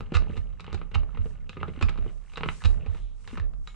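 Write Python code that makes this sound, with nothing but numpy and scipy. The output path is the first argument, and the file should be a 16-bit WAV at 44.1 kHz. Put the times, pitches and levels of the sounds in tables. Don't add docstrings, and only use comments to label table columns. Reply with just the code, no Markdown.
import sys
import numpy as np
from scipy import signal
from scipy.io import wavfile
from scipy.ndimage import uniform_filter1d

SR = 44100
rng = np.random.default_rng(int(sys.argv[2]) if len(sys.argv) > 2 else 0)


def store_pcm(level_fs):
    pcm = np.round(np.clip(level_fs, -1, 1) * 32767).astype(np.int16)
    wavfile.write(sys.argv[1], SR, np.atleast_2d(pcm).T)


N = 165375
T = np.arange(N) / SR

# time_s, groan_db, grit_db
GRIND_TURNS = [
    [(0.0, -55, -62.5), (0.212, -57, -61), (0.334, -49, -52), (0.4, -58, -67), (0.572, -64, -66.5),
     (0.698, -56.5, -51.5), (0.83, -54, -64), (0.93, -72, -72)],
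    [(0.93, -48, -56), (0.976, -60.5, -91), (1.122, -60.5, -59), (1.256, -64, -62), (1.514, -62.5, -69),
     (1.614, -51.5, -51), (1.724, -54.5, -57.5), (1.8, -57, -52.5)],
    [(1.8, -57, -60), (1.956, -60, -59.5), (2.092, -54, -57), (2.146, -64.5, -76), (2.31, -80, -60.5),
     (2.43, -48.5, -68), (2.546, -57, -70), (2.63, -64.5, -49)],
    [(2.63, -52.5, -60.5), (2.826, -53.5, -60), (2.982, -66, -58), (3.062, -79, -104), (3.272, -65, -58.5),
     (3.39, -53, -50), (3.512, -65, -85), (3.602, -94, -84.5), (3.75, -64, -59.5)],
]
# start_s, tick_db, chatter_db, bass_db, treble_db, pitch_hz, ping_db
CLICKS = [(0.006, -24, -37, -1.5, -17, 1314, 2.5), (0.119, -40, -29.5, 5, -21, 824, 0),
          (0.221, -26.5, -50, -0.5, -23, 1180, -4), (0.269, -39.5, -55, 5, -49, 830, 11.5),
          (0.297, -37.5, -39.5, 8.5, -42, 993, -9), (0.367, -32.5, -31.5, -8.5, -14, 1220, 4),
          (0.375, -28.5, -33, -19, -15.5, 1200, -8), (0.596, -37, -29.5, -34, -19, 1280, -11),
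          (0.605, -31, -39.5, -14, -5, 1190, -23), (0.643, -27.5, -36.5, -42, -18, 1200, -8),
          (0.665, -28.5, -55, -18, -21, 2850, 2), (0.678, -28, -37, -3.5, -49, 956, 5.5),
          (0.728, -24.5, -31.5, -8, -9.5, 1210, -6), (0.744, -26.5, -29.5, -6, -8, 785, 5.5),
          (0.774, -40, -36.5, -12, -25, 960, -3), (0.814, -26.5, -33.5, -6.5, -33, 1280, 1),
          (0.914, -40, -34.5, -9.5, -21, 1210, -24), (0.955, -15, -35, -44, -36, 1280, -2),
          (1.031, -35, -42, -5, -24, 1120, 7.5), (1.091, -43, -55, -24, -42, 1310, 11),
          (1.147, -47, -37.5, -5.5, -49, 980, 16), (1.172, -31, -31, -8.5, -27, 1260, 3),
          (1.256, -35.5, -38.5, 3.5, -27, 794, -24), (1.375, -71, -59.5, -16, -37, 1000, -5),
          (1.493, -29, -32.5, -9, -9, 2630, 10.5), (1.53, -30.5, -40, -20, -38, 1690, -4),
          (1.568, -28, -30, -6.5, -41, 830, -23), (1.611, -28, -42, -2, -54, 1200, -2),
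          (1.63, -15, -31.5, -9, -67, 1318, 6.5), (1.68, -31.5, -31, 2.5, -28, 840, -2),
          (1.756, -42.5, -44, -3, -46, 1320, -3), (1.81, -35, -20, -9, -19, 1460, -9),
          (1.826, -10.5, -21, -18.5, -18, 1260, -22), (1.885, -23, -24.5, -18.5, -26, 2320, 6),
          (1.892, -21, -25, -16.5, -14.5, 1420, -28), (1.935, -41, -55, -18, -38, 1020, 3),
          (1.957, -32, -55, -4.5, -26, 1160, 4), (1.975, -32, -34, -12, -17.5, 1220, 9),
          (1.986, -46, -36.5, -1.5, -21, 1200, -5), (2.061, -41.5, -42, 6.5, -34, 1210, 11.5),
          (2.335, -34, -36, -19, -15, 2200, -8), (2.357, -31.5, -34, -25, -38, 3860, 10),
          (2.372, -18, -24.5, -17, -17.5, 2640, 0.5), (2.378, -16, -23, -35, -24, 1190, -1),
          (2.408, -16.5, -37, -9, -38, 1050, -1), (2.433, -6.5, -15.5, -34, -50, 1203, -7),
          (2.459, -18, -29, -7, -52, 1280, -11), (2.487, -7, -18, -17.5, -61, 1320, -39),
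          (2.619, -29, -33, -25, -16, 1120, -10), (2.638, -19.5, -39, -29, -11.5, 2600, -2),
          (2.861, -34, -33.5, -4.5, -20, 845, -1), (2.947, -32, -37.5, -2, -19, 1340, 2),
          (2.975, -54, -62, -21, 2, 1240, -7), (3.275, -28.5, -33.5, -17, -9.5, 1830, 2),
          (3.354, -35.5, -46, -27, -24, 1760, 7), (3.373, -30, -29.5, -43, -17, 1335, 14.5),
          (3.377, -24, -32, -3.5, -20, 1310, -19), (3.398, -27, -37, -22, -12.5, 1760, 6.5),
          (3.535, -42.5, -50.5, -6, -16, 1290, -1), (3.673, -30.5, -30, -18, -11, 3800, 9)]
# freq_hz, level_db
BASS_SPECTRUM = [(60, -26.5), (150, 9.5), (250, -0.5), (450, -2), (700, -17), (1100, -26.5), (3000, -83.5)]
MIDDLE_SPECTRUM = [(150, -42), (500, -7), (850, -5.5), (1250, 5.5), (1750, -4), (2700, -1), (3300, -10.5),
                   (4100, -17.5), (5200, -32), (10000, -90.5)]
TREBLE_SPECTRUM = [(1000, -57.5), (2800, -15.5), (3500, 11), (4050, 8.5), (4900, 2.5), (5700, -2),
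                   (7700, -3), (9300, -17), (11500, -35.5), (16000, -50.5)]
# freq_hz, level_db, t60_s
STEEL_MODES = [(450, 0, 0.062), (638, 2.5, 0.18), (823.2, 12.5, 0.12), (1034, -17.5, 0.36),
               (1218, -3, 0.19), (1310, -42.5, .12), (1900, -22.5, 0.29), (2234, -12.5, 0.32),
               (2650, -36.5, 0.11), (2930, -14.5, 0.086), (2770, -7.5, 0.052), (3470, 0.5, .15),
               (3880, 10, 0.098), (5140, 6, 0.23)]
# time_s, level_db
HUM_LEVELS = [(0, -12.5), (.1, -41.5), (.3, -36.5), (.5, -29.5), (.65, -44), (.8, -39.5), (.92, -33),
              (1.25, -29), (1.38, -29), (1.5, -41.5), (1.68, -40.5), (2.05, -32), (2.28, -40), (2.47, -32),
              (2.6, -43), (2.85, -37), (3.05, -29.5), (3.22, -46), (3.5, -27), (3.75, -39.5)]
# freq_hz, level_db
HUM_SPECTRUM = [(15, -41.5), (26, -8), (32, 1), (37, 16), (43, -10), (56, -22.5), (80, -15.5), (120, -20.5),
                (165, -24), (230, -37), (400, -66.5), (1000, -80)]
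SHUDDER_SPECTRUM = [(40, -23), (60, -16), (80, 6.5), (115, -10.5), (160, -7.5), (230, -15.5), (330, -52),
                    (800, -80.5)]
AIR_SPECTRUM = [(20, 1), (100, -13), (250, -25.5), (600, -21.5), (1200, -20), (3000, -49.5), (6000, -35.5),
                (9000, -39.5), (12000, -77.5), (16000, -81.5)]
# start_s, pitch_hz, level_db
KNOCKS = [(.119, 220, -36), (.68, 330, -39.5), (.743, 369, -32.5), (1.577, 373, -34), (1.683, 377, -29),
          (1.776, 263, -30.5), (1.812, 336, -28.5), (2.378, 457, -35.5), (2.435, 443, -32),
          (2.485, 415, -34), (3.331, 250, -28.5)]
# start_s, length_s, level_db, treble_db, pitch_hz, rasp_db
SLIPS = [(0.136, 0.037, -33.5, -12, 2730, -5), (0.94, 0.016, -36.5, -14, 2810, -1),
         (1.819, 0.016, -37.5, -9, 2480, -0.5), (2.643, 0.019, -35.5, -9, 2820, -7.5)]
# start_s, level_db, push_s
ROCKS = [(.146, -4, 0.0056), (0.37, -15, 0.0049), (0.733, -17, 0.0026), (0.949, -6, 0.0052),
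         (1.184, -11, 0.0043), (1.821, -6, 0.0016), (1.988, -8.5, 0.015), (2.644, -2, 0.006),
         (2.874, -9.5, 0.0087), (3.394, -11.5, 0.0089)]
# freq_hz, level_db, t60_s
BENCH_MODES = [(32.77, -15, 1.0), (39.67, -8, 0.45), (49.6, -21.5, 1), (75.96, -3.5, 0.23),
               (93.2, -2, 0.11), (147.2, -24, 0.4), (187.7, -27.5, 0.6), (223.7, -18.5, .2)]
# freq_hz, level_db
BUZZ_SPECTRUM = [(200, -34), (400, 4.5), (520, -7.5), (620, 5), (750, -5), (1000, -11.5), (2000, -16),
                 (6000, -66)]
# centre_s, half_length_s, level_db
SWISHES = [(.36, 0.08, -72), (1.28, .06, -68), (1.75, 0.16, -75), (2.12, 0.12, -72), (2.34, 0.1, -69),
           (2.545, 0.085, -58.5), (2.64, 0.12, -61), (2.97, 0.082, -69), (3.25, 0.087, -68.5),
           (3.335, .035, -63), (3.71, 0.1, -71.5)]
RUBS = [(1.54, 0.029, -62.5), (2.55, 0.061, -70), (3.0, 0.14, -67.5), (3.3, 0.02, -58), (3.7, 0.029, -61.5)]
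# freq_hz, level_db
SWISH_SPECTRUM = [(500, -25), (2000, -4.5), (4000, -3), (5500, -1.5), (8000, -1), (9500, -5.5),
                  (11000, -19.5), (12500, -34), (16000, -38.5)]
RUB_SPECTRUM = [(600, -62), (1500, -8), (2400, 1), (3100, 4.5), (3900, 5), (4700, -10), (7000, -12),
                (12000, -39)]
# start_s, level_db
CLINKS = [(3.674, -63)]
# freq_hz, level_db, t60_s
HANDLE_MODES = [(1890, 0, .25), (2200, 8.5, 0.31), (2200, -7, 0.57), (3730, 11, 0.038), (3960, 10.5, 0.064),
                (7100, -2.5, 0.51)]

GRIND_LEVELS = [row for turn in GRIND_TURNS for row in turn]
BAND_WIDTHS, CLICK_GAINS_DB = (0.2, 0.32, 1.1), (26, 14, 18)
SEAT_DELAY_S = 0.000998


def amp(db):
    return 10 ** (np.asarray(db) / 20)


def unit(x):
    return x / np.sqrt(np.mean(x ** 2) + 1e-20)


def add(mix, start_s, sound):
    part = mix[..., max(round(start_s * SR), 0):][..., :sound.shape[-1]]
    part += sound[..., :part.shape[-1]]


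def envelope(rows, column=1):
    rows = np.array(rows)
    return amp(uniform_filter1d(np.interp(T, rows[:, 0], rows[:, column]), size=600))


def through(x, response):
    return signal.fftconvolve(np.atleast_2d(x), np.atleast_2d(response), axes=1)[:, :N]


def colour(x, spectrum, size=8192):
    hz, db = np.transpose(spectrum)
    bins_hz = abs(np.fft.fftfreq(size, 1 / SR)) + 1
    log_gain = np.log(amp(np.interp(np.log(bins_hz), np.log(hz), db)))
    taps = np.fft.ifft(np.exp(np.conj(signal.hilbert(log_gain)))).real[:size // 2]
    return through(x, taps / np.linalg.norm(taps))


def spread(pair, width):
    return np.array([pair[0] + width * pair[1], pair[0] - width * pair[1]]) / np.hypot(1, width)


def grains(per_s, spread_db, size=N):
    fires = rng.random(size) < per_s / SR
    strength = amp(spread_db * np.minimum(rng.exponential(1, size), 4))
    return unit(fires * strength * rng.choice([-1, 1], size))


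def tail(t60_s, width, rise_s):
    t = T[:SR // 2]
    cloud = spread(rng.standard_normal((2, len(t))), width)
    cloud *= amp(-60 * t / t60_s) * (1 - np.exp(-(t / rise_s) ** 2))
    return cloud / np.sqrt(np.sum(cloud ** 2) / 2)


def ring(modes, t):
    return sum((-1) ** k * amp(db - 60 * t / t60_s) * np.exp(2j * np.pi * hz * t)
               for k, (hz, db, t60_s) in enumerate(modes))


def ping(pitch_hz, t60_s, rise_s=0.00032):
    t = T[:SR // 10]
    return ring([(pitch_hz, 0, t60_s)], t).imag * (1 - np.exp(-(t / rise_s) ** 3))


def contact(width, tick_db=0, chatter_db=0):
    force = amp(chatter_db - 4.5) * tail(t60_s=0.045, width=width, rise_s=0.00079)
    force[:, round(SEAT_DELAY_S * SR)] += amp(tick_db)
    return force


def grind_forces():
    grit = amp(-7) * grains(per_s=460, spread_db=5.5) * envelope(GRIND_LEVELS, column=2)
    groan = amp(0.5) * grains(per_s=780, spread_db=2) * envelope(GRIND_LEVELS)
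    bands = (groan, grit, amp(-20.5) * grit)
    return np.array([through(band, contact(width)) for band, width in zip(bands, BAND_WIDTHS)])


def rust(pitches_hz=(1026, 1330, 1756, 2105, 2645, 2910)):
    pings = sum(through(grains(per_s=35, spread_db=3.3), ping(hz, t60_s=0.012)) for hz in pitches_hz)
    friction = through(grains(per_s=2500, spread_db=3), ping(pitch_hz=2500, t60_s=0.00082))
    return (amp(-5.5) * unit(pings) + amp(-22) * unit(friction)) * envelope(GRIND_LEVELS, column=2)


def bench_tremor():
    hum = unit(colour(rng.standard_normal((2, N)), HUM_SPECTRUM)) * envelope(HUM_LEVELS)
    shudder = colour(rng.standard_normal((2, N)), SHUDDER_SPECTRUM) * envelope(GRIND_LEVELS)
    return hum + amp(17) * shudder


def click_forces():
    forces = np.zeros((3, 2, N))
    for start_s, tick_db, chatter_db, bass_db, treble_db, _, _ in CLICKS:
        for band, band_db in enumerate((bass_db, 0, treble_db)):
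            hit = contact(BAND_WIDTHS[band], tick_db - 12, chatter_db)
            add(forces[band], start_s, amp(band_db + CLICK_GAINS_DB[band]) * hit)
    return forces


def click_pings():
    out = np.zeros(N)
    for start_s, tick_db, _, _, _, pitch_hz, ping_db in CLICKS:
        add(out, start_s + SEAT_DELAY_S, amp(tick_db + ping_db - 11) * ping(pitch_hz, t60_s=0.013))
    return out


def knocks(t60_s=0.038, rise_s=0.0005):
    out, t = np.zeros(N), T[:SR // 5]
    attack = 1 - np.exp(-t / rise_s)
    for start_s, pitch_hz, db in KNOCKS:
        add(out, start_s, attack * ring([(pitch_hz, db, t60_s)], t).imag)
    return out


def slip_burst(length_s):
    burst = grains(per_s=1200, spread_db=3.5, size=SR // 10)[:int(length_s * SR)]
    return unit(burst * np.sin(np.linspace(0.3, 2.6, len(burst))))


def slip_forces():
    forces = np.zeros((3, 2, N))
    for start_s, length_s, db, treble_db, _, _ in SLIPS:
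        burst = slip_burst(length_s)
        for band, band_db in enumerate((-11, -2, treble_db)):
            scrape = through(burst, contact(BAND_WIDTHS[band], chatter_db=-2))
            add(forces[band], start_s, amp(db + band_db) * scrape)
    return forces


def slip_rasps():
    out = np.zeros((1, N))
    for start_s, length_s, db, _, pitch_hz, rasp_db in SLIPS:
        mode = ping(pitch_hz, t60_s=0.0078)
        add(out, start_s, amp(db + rasp_db) * through(slip_burst(length_s), mode / np.linalg.norm(mode)))
    return out


def chuck():
    bass, middle, treble = click_forces() + slip_forces() + grind_forces()
    hits = colour(bass, BASS_SPECTRUM) + colour(middle, MIDDLE_SPECTRUM) + colour(treble, TREBLE_SPECTRUM)
    hits += click_pings() + slip_rasps() + rust() + knocks()
    steel = ring(STEEL_MODES, T[:SR // 2]).real
    direct = hits + amp(-17) * through(hits, steel / np.linalg.norm(steel))
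    room = tail(t60_s=0.2, width=0.67, rise_s=0.002)
    return direct + amp(-8.5) * through(direct, room)


def bench(left_phase_rad=2.55):
    shake = np.zeros(N, complex)
    boom = 1j * ring(BENCH_MODES, T[:2 * SR])
    for start_s, db, push_s in ROCKS:
        push = np.hanning(int(push_s * SR) + 3)
        add(shake, start_s, amp(db) * signal.fftconvolve(boom, push / push.sum()))
    shared_tremor, left_tremor = bench_tremor()
    shake += signal.hilbert(shared_tremor, 2 * N)[:N]
    left = amp(-8.5) * (shake * np.exp(1j * left_phase_rad)).real + amp(-7.5) * left_tremor
    return np.array([left, shake.real])


def tool_buzz(t60_s=0.53, rise_s=0.041):
    power, t = np.zeros(N), T[:SR]
    for start_s, db, _ in ROCKS:
        shaking = amp(db - 60 * t / t60_s) * (1 - np.exp(-t / rise_s))
        add(power, start_s, shaking ** 2)
    chatter = spread([grains(per_s=900, spread_db=2) for _ in range(2)], width=0.45)
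    return amp(-40) * colour(chatter * np.sqrt(power), BUZZ_SPECTRUM)


def rustle(strokes, spectrum, width):
    power = sum(amp(2 * db) * np.exp(-2 * ((T - centre_s) / half_s) ** 2)
                for centre_s, half_s, db in strokes)
    hiss = spread([grains(per_s=8000, spread_db=1.3) for _ in range(2)], width)
    return colour(hiss, spectrum) * np.sqrt(power)


def handle_clink():
    out = np.zeros(N)
    for start_s, db in CLINKS:
        add(out, start_s, amp(db) * ring(HANDLE_MODES, T[:SR // 2]).imag)
    return out


def scene():
    air = amp(-63) * unit(colour(spread(rng.standard_normal((2, N)), width=1.0), AIR_SPECTRUM))
    balance = amp([[-0.4], [0.4]])
    work = balance * chuck() + bench() + tool_buzz()
    cloth = rustle(SWISHES, SWISH_SPECTRUM, width=0.91) + rustle(RUBS, RUB_SPECTRUM, width=0.25)
    return air + work + cloth + handle_clink()


def record(dry, cutoff_hz=15000):
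    taps = signal.firwin(511, cutoff_hz, window=("kaiser", 9), fs=SR)
    return signal.oaconvolve(dry, taps[None], "same")


dry = scene()
out = record(dry)
store_pcm(out)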